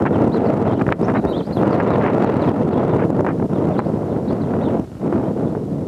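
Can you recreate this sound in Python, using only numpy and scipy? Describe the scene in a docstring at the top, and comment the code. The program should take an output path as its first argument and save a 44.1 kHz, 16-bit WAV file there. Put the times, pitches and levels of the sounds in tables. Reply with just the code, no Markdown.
"""A herd gallops away over a dry pasture on a gusty day, heard through a small camera.
From the start, wind buffets the microphone and all but covers the dull hoofbeats; a songbird warbles
far off. Around two seconds in, the gusts slap hardest, and on their peaks the camera's limiter ducks
bird and hiss, crackling faintly. Later the wind eases, stalling briefly near five seconds, while the
bird grows fainter and the hooves slowly recede."""
import sys
import numpy as np
from scipy import signal
from scipy.io import wavfile

SR = 44100
rng = np.random.default_rng(int(sys.argv[2]) if len(sys.argv) > 2 else 0)


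def master_out(mix):
    """Clip the mix to full scale and print it as 16-bit PCM to the path in sys.argv[1]."""
    frames = np.transpose(np.atleast_2d(mix))
    ceiling = np.clip(frames, -1, 1)
    pcm = np.round(ceiling * 32767).astype(np.int16)
    wavfile.write(sys.argv[1], SR, pcm)


N = 258867
TIME = np.arange(N) / SR


def from_db(db):
    """Decibels to gain."""
    return 10 ** (np.asarray(db) / 20)


def unit_rms(x):
    """Scale to an rms of 1."""
    return x / np.sqrt(np.mean(x ** 2) + 1e-20)


def db_at(curve, hz):
    """Read an EQ curve on a log-frequency axis."""
    curve_hz, curve_db = np.transpose(curve)
    return np.interp(np.log(hz), np.log(curve_hz), curve_db)


def butter(x, hz, kind, order=2):
    """Butterworth filter."""
    sections = signal.butter(order, np.clip(hz, 10, .45 * SR), kind, fs=SR, output="sos")
    return signal.sosfilt(sections, x + 1e-18)


def drift(rate_hz):
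    """Smooth random wander with a spread of 1, drawn at a tenth of the sample rate."""
    pole = np.exp(-20 * np.pi * rate_hz / SR)
    noise = rng.standard_normal(N // 10 + 4002)
    slow = signal.lfilter([1], [1, -2 * pole, pole * pole], noise)[4000:]
    return np.interp(np.arange(N) / 10, np.arange(len(slow)), unit_rms(slow))


def noise_bands():
    """Yield centre in Hz and samples for half-octave bands of noise with unit power per Hz."""
    edges_hz = 22 * 2 ** np.arange(0, 9.6, .5)
    white = rng.standard_normal((2, N)) * np.sqrt(SR / 2)
    for k, (low, high) in enumerate(zip(edges_hz, edges_hz[1:])):
        yield np.sqrt(low * high), butter(white[k % 2], [low, high], "band", order=3)


# The tone of the background bed. Each row: frequency in Hz, relative level in dB.
HISS_COLOUR = [(100, 10.5), (1000, 14), (2000, 2.5), (4000, 1.5), (6000, -0.5), (9000, -3), (12000, -1),
               (15500, -5)]

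def hiss(level_db=-51.5):
    """Microphone hiss and far countryside blend into a steady, smooth bed."""
    bed = sum(band * from_db(db_at(HISS_COLOUR, hz)) for hz, band in noise_bands())
    return from_db(level_db) * unit_rms(bed)


# Touches of fizz on top. Each row: start in seconds, length in seconds, level in dB.
SIZZLE_CUES = [(1.276, 0.047, -56.5), (1.512, 0.11, -56.5)]

def sizzle(band_hz=(10000, 13200)):
    """Two faint, brief sizzles swell and fade high in the treble."""
    swell = sum(from_db(db) * np.sin(np.pi * np.clip((TIME - start) / length, 0, 1))
                for start, length, db in SIZZLE_CUES)
    return swell * unit_rms(butter(rng.standard_normal(N), band_hz, "band"))


# The bird's pitch bends, by name. Each entry: offset in semitones at start, middle and end.
SLUR_SHAPES = {"fall": (3, 0, -3), "rise": (-2, 0, 3), "arch": (-3.5, 0, -4.5), "dip": (5, 0, 6),
               "hold": (-1.5, 0, -.7)}
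# The song. Each row: start in seconds, length in seconds, middle pitch in Hz, level in dB, slur name.
SYLLABLES = [(0.128, .05, 3080, -46, "fall"), (0.317, 0.066, 4200, -41, "arch"),
             (0.448, 0.058, 4200, -55.5, "fall"), (0.664, 0.088, 3140, -47, "dip"),
             (0.732, .065, 2950, -51, "dip"), (1.028, .036, 5480, -48, "rise"),
             (1.146, 0.05, 3920, -46, "hold"), (1.268, 0.061, 3890, -39.5, "hold"),
             (1.327, 0.059, 3420, -41, "rise"), (1.378, 0.031, 3620, -35.5, "fall"),
             (1.422, .05, 4250, -50, "rise"), (1.522, 0.031, 4270, -43, "hold"),
             (1.544, 0.046, 3650, -43.5, "fall"), (1.71, 0.056, 4240, -46, "fall"),
             (1.869, 0.091, 3900, -46, "arch"), (2.224, 0.071, 4040, -48, "fall"),
             (2.407, 0.038, 3830, -48, "fall"), (2.455, 0.048, 3540, -46, "fall"),
             (2.617, 0.035, 3160, -53, "fall"), (2.72, .035, 3650, -43, "fall"),
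             (2.755, .035, 3400, -45, "hold"), (2.859, .075, 3620, -53.5, "hold"),
             (3.54, 0.063, 3300, -56, "fall"), (3.73, .041, 3300, -54, "fall"),
             (3.775, 0.039, 4180, -46.5, "arch"), (3.84, .04, 4550, -59, "rise"),
             (4.083, .06, 3650, -59, "fall"), (4.276, 0.057, 4200, -54, "rise"),
             (4.285, .04, 3300, -54, "dip"), (4.412, 0.05, 3580, -56, "fall"),
             (4.612, .045, 3900, -48, "arch"), (4.645, .048, 3350, -47, "fall"),
             (5.208, 0.075, 3030, -58.5, "dip"), (5.425, 0.099, 3420, -66, "dip")]

def bird(tremble=0.014, ragged_db=4, second_voice_db=-11, second_ratio=1.13, echo_db=-31, echo_s=0.057):
    """Quick slurred whistles from both sides of the syrinx, scattered by junipers and moving air."""
    direct, scattered = np.zeros(N), np.zeros(N)
    waver = 1 + tremble * drift(190)
    for start, length, middle_hz, db, slur in SYLLABLES:
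        on = (TIME >= start) & (TIME < start + length)
        progress = (TIME[on] - start) / length
        semitones = np.polyval(np.polyfit([0, .5, 1], SLUR_SHAPES[slur], 2), progress)
        pitch_hz = middle_hz * 2 ** (semitones / 12) * waver[on]
        phase = 2 * np.pi * np.cumsum(pitch_hz) / SR
        voices = np.sin(phase) + from_db(second_voice_db) * np.sin(second_ratio * phase)
        note = np.sin(np.pi * progress) ** 0.25 * voices
        direct[on] += from_db(db) * note
        scattered[on] += from_db(0.5 * db) * note   # fainter notes come through wetter
    tree_tail = rng.standard_normal(SR // 4) * np.exp(-TIME[:SR // 4] / echo_s)
    echo = signal.fftconvolve(scattered, tree_tail / np.linalg.norm(tree_tail))[:N]
    return direct * from_db(ragged_db * drift(47)) + from_db(echo_db) * echo


def hooves(horses=5, stride_hz=2.1, level_db=-33, recede_db_per_s=-0.5, thud_hz=190,
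           dirt_db=-17, dirt_hz=800, dirt_s=0.012):
    """Each horse lands four hooves a stride, then flies; a hoof thuds and throws up dry dirt."""
    footfalls = [0, .14, .36, .52]   # in fractions of a stride
    impacts = np.zeros(N)
    for phase, pace, lightness in rng.random((horses, 3)):
        beats = (np.arange(-1, 16)[:, None] + phase + footfalls).ravel()
        beats += rng.normal(0, 0.03, len(beats))   # loosen the timing
        own_stride_hz = stride_hz * (.95 + .1 * pace)
        at = (beats / own_stride_hz * SR).astype(int)
        heard = (at >= 0) & (at < N)
        impacts[at[heard]] += from_db(-6 * lightness + rng.normal(0, 0.94, len(at)))[heard]
    thud = butter(butter(impacts, thud_hz, "low"), 73, "high")
    puffs = signal.lfilter([1], [1, -np.exp(-1 / (dirt_s * SR))], impacts + 1e-18)
    dirt = butter(puffs * rng.standard_normal(N), dirt_hz, "low")
    fade = from_db(level_db + recede_db_per_s * TIME)
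    return fade * (unit_rms(thud) + from_db(dirt_db) * unit_rms(dirt))


# The wind's fader moves. Each row: time in seconds, then rumble and flutter levels in relative dB.
GUSTS = [(0.0, -14.5, -29), (0.551, -15.5, -26.5), (1.149, -16, -29), (1.529, -23, -35.5),
         (1.598, -16.5, -28.5), (1.781, -14.5, -22), (2.249, -15.5, -23.5), (2.65, -14.5, -29),
         (2.9, -16, -26.5), (3.171, -12.5, -32), (3.421, -18, -41), (3.65, -16.5, -30), (4.0, -19, -37.5),
         (4.6, -17, -33.5), (5.12, -17, -33), (5.54, -19, -41), (5.61, -21.5, -48.5), (5.87, -19, -46)]

def gust_levels():
    """The wind rises and falls: level curves in dB for its low rumble and the flutter above it."""
    times, rumble_db, flutter_db = np.transpose(GUSTS)
    return np.interp(TIME, times, rumble_db), np.interp(TIME, times, flutter_db)


def heave(level_db=-6.0, full_wind_db=-15, top_hz=10):
    """Strong wind pushes slowly on the microphone port, below hearing, enough to work the limiter."""
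    rumble_db, _ = gust_levels()
    strength_db = 1.5 * np.minimum(rumble_db - full_wind_db, 0)   # falls away faster than the rumble
    subsonic = butter(rng.standard_normal(N + SR), top_hz, "low", order=6)[SR:]
    pressure = from_db(level_db + strength_db) * np.tanh(unit_rms(subsonic))
    return butter(pressure, 2 * top_hz, "low", order=5)


# Fast eddies that slap the microphone.
# Each row: start in seconds, relative peak in dB, length in seconds, low-pass corner in Hz.
EDDY_HITS = [(0.022, -3.5, 0.0097, 566), (0.054, 0, 0.0041, 1190), (0.061, -6, .02, 1890),
             (0.813, -11, 0.0074, 1450), (0.866, -11.5, 0.0028, 1860), (0.879, 3.5, 0.0038, 404),
             (0.890, 3, 0.0012, 1550), (0.917, -15, 0.027, 1300), (0.924, 2, 0.0044, 3300),
             (1.014, -4, 0.011, 407), (1.083, -9, 0.039, 1106), (1.149, -10.5, .04, 1400),
             (1.251, 0, 0.015, 605), (1.57, -0.5, 0.0048, 636), (1.633, -4.5, 0.0054, 1010),
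             (1.664, -7.5, .003, 900), (1.764, -0.5, 0.0046, 715), (1.801, -3, 0.012, 1590),
             (1.905, 0, 0.021, 850), (2.012, -11, 0.096, 1700), (2.081, -9.5, 0.0062, 1730),
             (2.182, 2, 0.0021, 780), (2.245, 7, 0.0032, 770), (2.992, -15.5, 0.05, 1430),
             (3.103, -3, 0.018, 620), (3.194, -3.5, 0.0014, 1030), (3.208, -2, 0.002, 960),
             (3.247, -7, .008, 990), (3.265, -8.5, 0.048, 1390), (3.399, -12.5, 0.0026, 995),
             (3.425, -8.5, .005, 850), (3.792, -3, 0.012, 1020), (4.308, -10, 0.01, 810),
             (4.537, -10, 0.0068, 860), (4.795, -3, 0.0055, 460), (5.126, -11, 0.015, 880),
             (5.198, -13, 0.011, 680), (5.551, -17, 0.014, 880)]

def slaps(level_db=-2.7, port_hz=2700, punch=4.4, ragged_db=4):
    """An eddy hits with a pressure step and tears up into a short ragged burst."""
    out, t = np.zeros(N), TIME[:SR // 8]
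    for start, peak_db, length, corner_hz in EDDY_HITS:
        tearing = rng.standard_normal(len(t)) * from_db(ragged_db * drift(270)[:len(t)])
        step = punch * rng.choice([-1, 1]) * np.exp(-2 * np.pi * corner_hz * t)
        pressure = step + tearing * np.exp(-(t / length) ** 4)
        burst = butter(butter(pressure, corner_hz, "low", order=3), port_hz, "low", order=5)
        burst = butter(burst, 0.092 * corner_hz, "high")   # small eddies carry little bass
        peak = 2 * np.sqrt(np.sum(burst ** 2) / (length * SR))   # about twice the rms
        at = round(start * SR)
        out[at:at + len(t)] += (from_db(peak_db + level_db) * burst / peak)[:N - at]
    return out


# Holes in the wind. Each row: centre in seconds, half width in seconds, dip in dB.
LULL_CUES = [(0.107, 0.013, -3), (0.31, 0.027, -1.5), (0.761, 0.016, -2.5), (0.848, 0.018, -9),
             (0.901, 0.003, -5), (0.974, 0.028, -12), (1.123, 0.0071, -1.5), (1.216, 0.018, -8),
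             (1.447, 0.02, -9.5), (1.548, .012, -2), (2.645, .012, 0), (3.081, 0.014, -6.5),
             (3.36, .025, -1.5), (3.478, 0.011, -18.5), (4.24, 0.033, -2), (4.917, 0.096, -20.5),
             (5.345, 0.017, -4.5)]

def lulls(steepness=5):
    """The air stalls for a moment: a level curve in dB with steep-sided dips."""
    return sum(db * np.exp(-np.abs((TIME - centre) / half_width) ** steepness)
               for centre, half_width, db in LULL_CUES)


def vortex_pops(per_s=110, level_db=-5, spread_db=1.0):
    """Single vortices pop against the port: random clicks, levelled against the noise bands."""
    sizes = from_db(spread_db * np.clip(rng.standard_normal(N), -2, 2)) * rng.choice([-1, 1], N)
    clicks = sizes * (rng.random(N) < per_s / SR)
    return from_db(level_db) * np.sqrt(SR / 2) * unit_rms(clicks)


# The average tone of the buffeting. Each row: frequency in Hz, relative level in dB.
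BUFFET_COLOUR = [(25, -25), (50, -50), (72, -15), (112, -0.5), (190, 2), (300, -0.5), (450, -2.5),
                 (720, -10), (1200, -22), (1820, -35), (3000, -44.5)]

def buffeting(level_db=-27.5, push_db=3.5, knee_hz=320, flutter_hz=1300, usual_flutter_db=-13,
              eddy_db=3.5, eddy_hz=75, surge_db=0.85, surge_hz=10, roll_hz=2600, roll_db_per_octave=-21):
    """Turbulence at the port: faster air sheds smaller eddies, so gusts swell the upper bands most."""
    rumble_db, flutter_db = gust_levels()
    lull_db = lulls()
    force = np.clip((flutter_db + 35) / 9, 0, 1)   # 0 in a breeze, 1 in a full gust
    flutter_db += 5.5 * np.tanh(lull_db / 0.5)   # the flutter dies first, even in a shallow lull
    flutter_db += surge_db * drift(surge_hz)
    brightness_db = flutter_db - rumble_db - usual_flutter_db
    eddies = 1.4 * np.tanh(drift(eddy_hz) / 2)   # these shake all bands together
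    pops = vortex_pops()
    out = np.zeros(N)
    for hz, band in noise_bands():
        smallness = np.clip(np.log(hz / knee_hz) / np.log(flutter_hz / knee_hz), 0, 1.15)   # of the eddies
        colour_db = db_at(BUFFET_COLOUR, hz) + roll_db_per_octave * max(0, np.log2(hz / roll_hz))
        swell_db = smallness * brightness_db + eddy_db * eddies + 0.17 * drift(22)
        popping = butter(pops, [hz / 2 ** .25, hz * 2 ** .25], "band", order=1)
        popping = butter(popping, 2 * hz, "low", order=3)
        out += (band + smallness * popping) * from_db(colour_db + swell_db)
    return out * from_db(level_db + rumble_db + lull_db + push_db * force)


def scene():
    """The mono mix: wind on the microphone up front, the pasture behind it."""
    return (buffeting() + heave() + slaps() + hooves() + bird() + sizzle() + hiss())[None, :]


def limiter(x, threshold_db=-6, release_db_per_s=150, attack_s=0.0012, step_db=0.73, subsonic_hz=39):
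    """The gain ducks on each peak, heard or subsonic, and creeps back; its small steps crackle faintly."""
    over_db = np.maximum(20 * np.log10(np.abs(x) + 1e-9) - threshold_db, 0)
    release_db = release_db_per_s * TIME
    held_db = np.maximum.accumulate(over_db + release_db, axis=-1) - release_db
    pole = np.exp(-1 / (attack_s * SR))
    duck_db = signal.lfilter([1 - pole], [1, -pole], held_db)
    stepped_db = step_db * np.round(duck_db / step_db)
    return butter(x, subsonic_hz, "high", order=6) * from_db(-stepped_db)


def record(dry, ceiling=1.2, low_cut_hz=58, dull_hz=10500, cutoff_hz=15500):
    """The camera's chain: limiter, soft clip on the hardest slaps, wind filter, dull top, steep cutoff."""
    rounded = ceiling * np.tanh(limiter(dry) / ceiling)
    thinned = butter(rounded, low_cut_hz, "high", order=3)
    dulled = butter(thinned, dull_hz, "low")
    return signal.sosfilt(signal.ellip(10, .1, 90, cutoff_hz, fs=SR, output="sos"), dulled)


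dry = scene()
out = record(dry)
master_out(out)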